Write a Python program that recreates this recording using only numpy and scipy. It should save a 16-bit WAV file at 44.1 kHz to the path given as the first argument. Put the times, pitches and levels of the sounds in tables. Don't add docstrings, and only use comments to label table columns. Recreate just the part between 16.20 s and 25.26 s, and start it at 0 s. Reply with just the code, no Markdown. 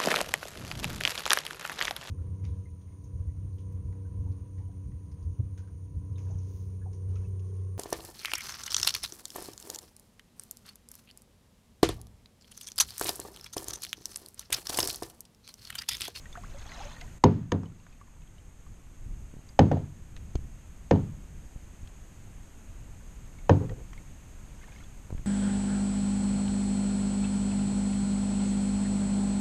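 import sys
import numpy as np
from scipy import signal
from scipy.fft import rfft, irfft
from scipy.io import wavfile
from scipy.ndimage import uniform_filter1d

SR = 44100
rng = np.random.default_rng(int(sys.argv[2]) if len(sys.argv) > 2 else 0)


def master(y):
    cut = np.clip(np.atleast_2d(y).T, -1, 1)
    pcm = np.round(cut * 32767)
    wavfile.write(sys.argv[1], SR, pcm.astype(np.int16))


N = 399546
TIME = np.arange(N) / SR
DRIP_LIFE_S, DRIP_RISE_OCT = 0.019, 0.16
# hardest pull t/s, swish level/dB, bubble level/dB, bubble scatter either side/s
STROKES = [(.63, -48, -46, .3), (1.7, -63.5, -46.5, .4), (8.55, -63.5, -44.5, .14)]


def amp(db):
    return 10 ** (np.asarray(db) / 20)


def unit_rms(x):
    return x / np.sqrt(np.mean(x ** 2) + 1e-20)


def lookup(points, hz):
    f, value = np.transpose(points)
    return np.interp(np.log(hz + 1), np.log(f + 1), value)


def colour(x, spectrum):
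    gain = amp(lookup(spectrum, np.fft.rfftfreq(len(x), 1 / SR)))
    return unit_rms(irfft(rfft(x) * gain, len(x)))


def resonate(x, hz, width_hz):
    r = np.exp(-np.pi * width_hz / SR)
    return 2 * signal.lfilter([1 - r], [1, -r * np.exp(2j * np.pi * hz / SR)], x).real


def fade(t, t60_s):
    return np.exp(-np.log(1000) * t / t60_s)


def add(mix, start_s, sound):
    part = mix[max(round(start_s * SR), 0):][:len(sound)]
    part += sound[:len(part)]


def air(calm_db=-45, lump_db=2.1, sway_s=0.22, hiss_db=-56):
    # f/Hz, relative density/dB
    rumble_spectrum = [(10, -6.5), (30, -2), (50, -5.5), (80, -10.5), (130, -15.5), (250, -28),
                       (500, -43.5), (1500, -67)]
    hiss_spectrum = [(60, 9), (200, 17), (400, 6.5), (800, 3), (1500, 0), (2600, -2), (4000, -9.5),
                     (5500, -12), (7500, -4), (9000, -7), (10500, -16), (12000, -10.5), (14000, -21)]
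    # t/s, level above calm/dB
    sways = [(2.95, 6.5), (4.15, 10.5), (5.15, 5), (6.7, 1), (7.42, 2.5), (9.0, 2.5)]
    lumps = np.interp(TIME, np.linspace(0, TIME[-1], 160), rng.standard_normal(160))
    sway_db = sum(db * np.exp(-((TIME - s) / sway_s) ** 2) for s, db in sways)
    rumble = colour(rng.standard_normal(N), rumble_spectrum) * amp(calm_db + sway_db + lump_db * lumps)
    return rumble + amp(hiss_db) * colour(rng.standard_normal(N), hiss_spectrum)


def jolts(band_hz=(35, 900)):
    # t/s, level/dB, half width/s
    cusps = [(3.140, -27, .0009), (3.168, -27.5, 0.0012), (3.192, -31, .0012), (4.155, -14, 0.00045),
             (4.1578, -8.5, 0.0023), (4.191, -19, .006), (5.361, -23.5, 0.0032), (5.632, -21, 0.0065),
             (8.906, -29.5, .0006), (8.927, -19, 0.0013), (8.950, -17.5, .004), (8.995, -22, 0.0038)]
    pressure = sum(-amp(db) * np.exp(-np.minimum(abs(TIME - s) / width, 30)) for s, db, width in cusps)
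    return signal.sosfilt(signal.butter(1, band_hz, "band", fs=SR, output="sos"), pressure)


def bubble(hz, life_s, rise_oct, onset=0.13):
    progress = np.arange(0, 1, 1 / (max(life_s, .003) * SR))
    ring = np.sin(2 * np.pi * np.cumsum(hz * 2 ** (rise_oct * progress)) / SR)
    return ring * (1 - np.exp(-progress / onset)) * np.exp(-np.pi * progress) * np.cos(np.pi * progress / 2)


def tick(hz, t60_s=0.024):
    t = np.arange(SR // 20) / SR
    return unit_rms(resonate(resonate(rng.standard_normal(len(t)), hz, hz), hz, hz)) * fade(t, t60_s)


def plink(hz, life_s=DRIP_LIFE_S, rise_oct=DRIP_RISE_OCT, bubble_db=1.0, impact_db=-9):
    out = np.zeros(SR // 5)
    add(out, 0, amp(bubble_db) * bubble(hz, life_s, rise_oct))
    add(out, 0, amp(impact_db) * tick(hz))
    return out


def swish(bubbles_per_s=2700, spread_db=4, life_cycles=26, spray_db=-5, build_db_s=39.5, ease_db_s=70):
    # f/Hz, relative gain/dB
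    splash = [(350, -8.5), (600, 0.5), (1000, 0), (2000, -3.5), (4000, -6.5), (6000, -13), (8000, -19.5),
              (13000, -34.5)]
    swarm, pitches_hz = np.zeros(N), np.geomspace(500, 7000, 36)
    for hz in pitches_hz:
        births = (rng.random(N) < bubbles_per_s / len(pitches_hz) / SR) * 1.
        births[births > 0] = amp(spread_db * np.minimum(rng.exponential(1, np.count_nonzero(births)), 3))
        swarm += hz * signal.oaconvolve(births, bubble(hz, life_cycles / hz, rng.uniform(0, 0.12)))[:N]
    pull = sum(amp(db - np.maximum(build_db_s * (s - TIME), ease_db_s * (TIME - s)))
               for s, db, *_ in STROKES)
    return pull * colour(unit_rms(swarm) + amp(spray_db) * rng.standard_normal(N), splash)


def gurgle(per_stroke=18, low_hz=900, high_hz=3600, spread_db=7):
    out = np.zeros(N)
    for s, _, db, scatter_s in STROKES:
        for when, pitch, weakness in rng.random((per_stroke, 3)):
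            hz = low_hz * (high_hz / low_hz) ** pitch
            add(out, s + scatter_s * (2 * when - 1), amp(db - spread_db * weakness) * plink(hz))
    return out


def drips(gulp_cycles=32.6):
    # t/s, start f/Hz, level/dB, rise/octaves
    gulps = [(.153, 1145, -34, 1.3), (.170, 687, -34.5, 0.09), (.236, 930, -39, 2), (.345, 534, -41, 0.25),
             (.457, 726, -46, 0.57), (.575, 671, -39.5, .1), (.602, 701, -33.5, 0.92),
             (.651, 567, -36.5, .15), (.816, 685, -43, .25)]
    # t/s, f/Hz, level/dB
    drops = [(0.056, 1810, -38.5), (.127, 3400, -41.5), (0.518, 1950, -36.5), (.765, 1800, -41.5),
             (.813, 2000, -37), (1.457, 2910, -43), (1.813, 1125, -35), (2.182, 2920, -46.5),
             (2.464, 1114, -44), (3.289, 4650, -45), (7.186, 2130, -46), (7.494, 1830, -40.5),
             (7.777, 2100, -42), (8.439, 1760, -45)]
    # t/s, level/dB, f/Hz
    taps = [(.174, -38.5, 850), (.812, -43, 3060), (1.666, -44.5, 1280), (3.965, -42, 2270),
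            (3.974, -49, 2300), (4.155, -37.5, 2780), (5.674, -50, 2720), (7.496, -51, 2200),
            (7.732, -43.5, 1690), (8.904, -38.5, 760), (8.979, -47, 1270)]
    out = np.zeros(N)
    for s, hz, db, rise_oct in gulps:
        add(out, s, amp(db) * plink(hz, gulp_cycles / hz, rise_oct))
    for s, hz, db in drops:
        add(out, s, amp(db) * plink(hz))
    for s, db, hz in taps:
        add(out, s, amp(db) * tick(hz))
    return out


def rub(start_s=7.395, length_s=.245, level_db=-33, fade_db_s=54, surge_hz=12.3, slips_per_s=900):
    # f/Hz, width/Hz, level/dB
    modes = [(105, 41, 7), (330, 55, -2.5), (420, 70, -0.5), (508, 33, 0), (700, 380, -15.5)]
    slips = rng.standard_normal(N) * (rng.random(N) < slips_per_s / SR)
    murmur = sum(amp(db) * resonate(resonate(slips, hz, width), hz, width) for hz, width, db in modes)
    age = np.clip(TIME - start_s, 0, length_s)
    surges = abs(np.sin(np.pi * surge_hz * age)) * (age < length_s)
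    return surges * amp(level_db - fade_db_s * age) * unit_rms(murmur)


def bank_echo(t, level_db=-44, t60_s=0.59, arrival_s=.05):
    # f/Hz, relative density/dB
    spectrum = [(200, -13.5), (500, -1.5), (1000, 2.5), (2500, -10), (5000, -17.5), (10000, -34)]
    envelope = fade(t, t60_s) * (1 - np.exp(-(t / arrival_s) ** 2))
    return amp(level_db) * colour(rng.standard_normal(len(t)), spectrum) * envelope


def dense_ring(t, wall_hz, width_hz, wall_db=-1, rise_s=0.0043):
    # f/Hz, relative density/dB
    spectrum = [(60, -27), (130, 3), (300, 2.5), (500, 0), (900, -6.5), (1300, -12.5), (2000, -21.5),
                (3000, -24.5), (4500, -30.5), (7000, -46.5), (12000, -58)]
    # f/Hz, t60/s
    decay = [(100, 0.97), (300, .42), (520, 0.23), (900, .19), (2000, 0.21), (6000, .17)]
    bins_hz, age, frames = signal.stft(colour(rng.standard_normal(len(t)), spectrum), SR, nperseg=512)
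    frames = frames * fade(age, lookup(decay, bins_hz)[:, None])
    tail = signal.istft(frames, SR, nperseg=512)[1][:len(t)]
    return (tail + amp(wall_db) * resonate(tail, wall_hz, width_hz)) * (1 - np.exp(-t / rise_s))


def boom(t, tilt_db_oct, place, travelling=0.31, build_cycles=0.15, lag_s=.004):
    # f/Hz, level/dB, t60/s
    modes = [(71.4, -17.5, 0.11), (82.3, -16, 0.41), (95.87, -6.5, .38), (116.8, -15.5, 0.58),
             (145.4, -13.5, 0.41), (166.8, -15, .43), (206.4, -15.5, 0.39), (236.5, -16, 0.35),
             (264, -12, 0.21), (286, -15.5, 0.32), (316, -18.5, 0.22), (370, -27.5, 0.19), (411, -16, .18),
             (468, -15.5, 0.11), (509, -16, 0.16), (540, -22.5, 0.14), (683.5, -28, 0.18), (725, -27, .15),
             (791, -28.5, 0.13), (890, -32, 0.25), (930, -31.5, 0.18), (982, -27.5, 0.12)]
    out = np.zeros(len(t))
    for hz, db, t60_s in modes:
        angle = 2 * np.pi * place * np.sqrt(hz / 100)
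        shape = np.cos(angle) + 1j * travelling * np.sin(angle)
        age = np.maximum(t - lag_s * np.sqrt(100 / hz), 0)
        swing = (shape * np.exp(2j * np.pi * hz * age)).imag
        envelope = (1 - np.exp(-age * hz / build_cycles)) * fade(age, t60_s)
        out += amp(db + tilt_db_oct * np.log2(hz / 250)) * swing * envelope
    return out


def flex(t, hz, width_hz, crest_s=0.0024):
    swell = np.exp(-(2 * width_hz * (t - crest_s)) ** 2) * np.minimum(2 * t / crest_s, 1)
    return swell * np.cos(2 * np.pi * hz * (t - crest_s))


def crack(t, cutoff_hz, shaft_hz, contact_s=0.0021, shaft_db=-3, spread_oct=0.58):
    # f/Hz, level/dB, t60/s
    modes = [(1305, -2, .03), (1557, 0.5, .035), (1808, 3.5, 0.044), (3070, 1.5, 0.029), (3852, 0, 0.016),
             (5220, -2, .02), (6480, -4.5, .025)]
    # f/Hz, relative density/dB
    spectrum = [(400, 1.5), (1200, 3), (3000, -1), (5500, -7), (7000, -10.5), (9000, -25), (13000, -27.5)]
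    contact = (t / contact_s * np.exp(1 - t / contact_s)) ** 2
    chatter = colour(rng.standard_normal(len(t)), spectrum) * contact
    ring = np.zeros(len(t))
    for hz, db, t60_s in modes:
        gain = amp(db) / (1 + (np.log2(hz / shaft_hz) / spread_oct) ** 2)
        ring += gain * fade(t, t60_s) * np.sin(2 * np.pi * (hz * t + rng.random()))
    lowpass = signal.butter(1, min(cutoff_hz, SR / 3), fs=SR)
    return signal.lfilter(*lowpass, chatter + amp(shaft_db) * ring * (1 - np.exp(-t / contact_s)))


def blow(t, body_db, tilt_db_oct, place, wall_hz, width_hz, clack_db, thock_hz, thock_db,
         crack_db, cutoff_hz, shaft_hz, ring_db=-22, heave_db=-18):
    clack = amp(clack_db) * flex(t, wall_hz, width_hz)
    tail = amp(ring_db) * dense_ring(t, wall_hz, width_hz)
    thock = amp(thock_db) * flex(t, thock_hz, width_hz=150, crest_s=.0062)
    heave = amp(heave_db + tilt_db_oct * np.log2(58 / 250)) * flex(t, hz=58, width_hz=42, crest_s=.014)
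    body = amp(crack_db) * crack(t, cutoff_hz, shaft_hz) + thock + heave + boom(t, tilt_db_oct, place)
    return clack + tail + amp(body_db) * body + bank_echo(t)


def knocks(rebound_body_db=-9):
    # t/s, force/dB, tilt/(dB/octave), place/bending wavelengths at 100 Hz, clack f/Hz, width/Hz,
    # level/dB, thock f/Hz, level/dB, crack level/dB, cutoff/Hz, shaft f/Hz; levels relative to force
    blows = [(1.0382, 8, 3.5, 5.46, 929, 230, -4, 350.3, -7.5, -18.5, 9000, 4300),
             (1.3182, -4.5, 1.2, 3.46, 1020, 605, -10.5, 416, -7, -16, 6000, 1300),
             (3.3907, 2.2, 0, 3.396, 730, 287.6, -3, 524, -13, -18, 6000, 2600),
             (3.514, -7.5, -0.5, 3.392, 692, 220, -5.5, 513, -8, -24, 2880, 1890),
             (4.7095, -2.9, 0.9, 3.42, 704, 380, -5.8, 442, -4.5, -20, 3400, 1750),
             (7.2935, -3, 1.6, 5.072, 773, 404, -4.5, 535, -6.5, -15, 1350, 1600)]
    # t/s, level relative to that blow/dB
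    rebounds = [(1.432, -18.5), (3.569, -10.5), (4.758, -16), (4.792, -33)]
    out, t = np.zeros(N), np.arange(2 * SR // 3) / SR
    for s, force_db, *spot in blows:
        add(out, s, amp(force_db) * blow(t, 0, *spot))
    for s, db in rebounds:
        _, force_db, *spot = [row for row in blows if row[0] < s][-1]
        add(out, s, amp(force_db + db) * blow(t, rebound_body_db, *spot))
    return out


def limiter(x, ceiling_db=-3.0, recover_s=2.8, look_ahead_s=.055):
    cut = 1 - 1 / np.maximum(abs(x[0]) / amp(ceiling_db), 1)
    recovery = np.exp(-TIME / recover_s)
    held = np.maximum.accumulate(cut / recovery) * recovery
    return x * (1 - np.interp(TIME + look_ahead_s, TIME, uniform_filter1d(held, size=200)))


def scene():
    return (knocks() + rub() + drips() + gurgle() + swish() + jolts() + air())[None]


def record(dry, port_hz=6480, port_width_hz=330, port_db=10, cutoff_hz=14200):
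    limited = limiter(dry + amp(port_db) * resonate(dry, port_hz, port_width_hz))
    lowpass = signal.firwin(511, cutoff_hz, window=("kaiser", 9), fs=SR)
    return signal.oaconvolve(limited, lowpass[None], "same")


dry = scene()
out = record(dry)
master(out)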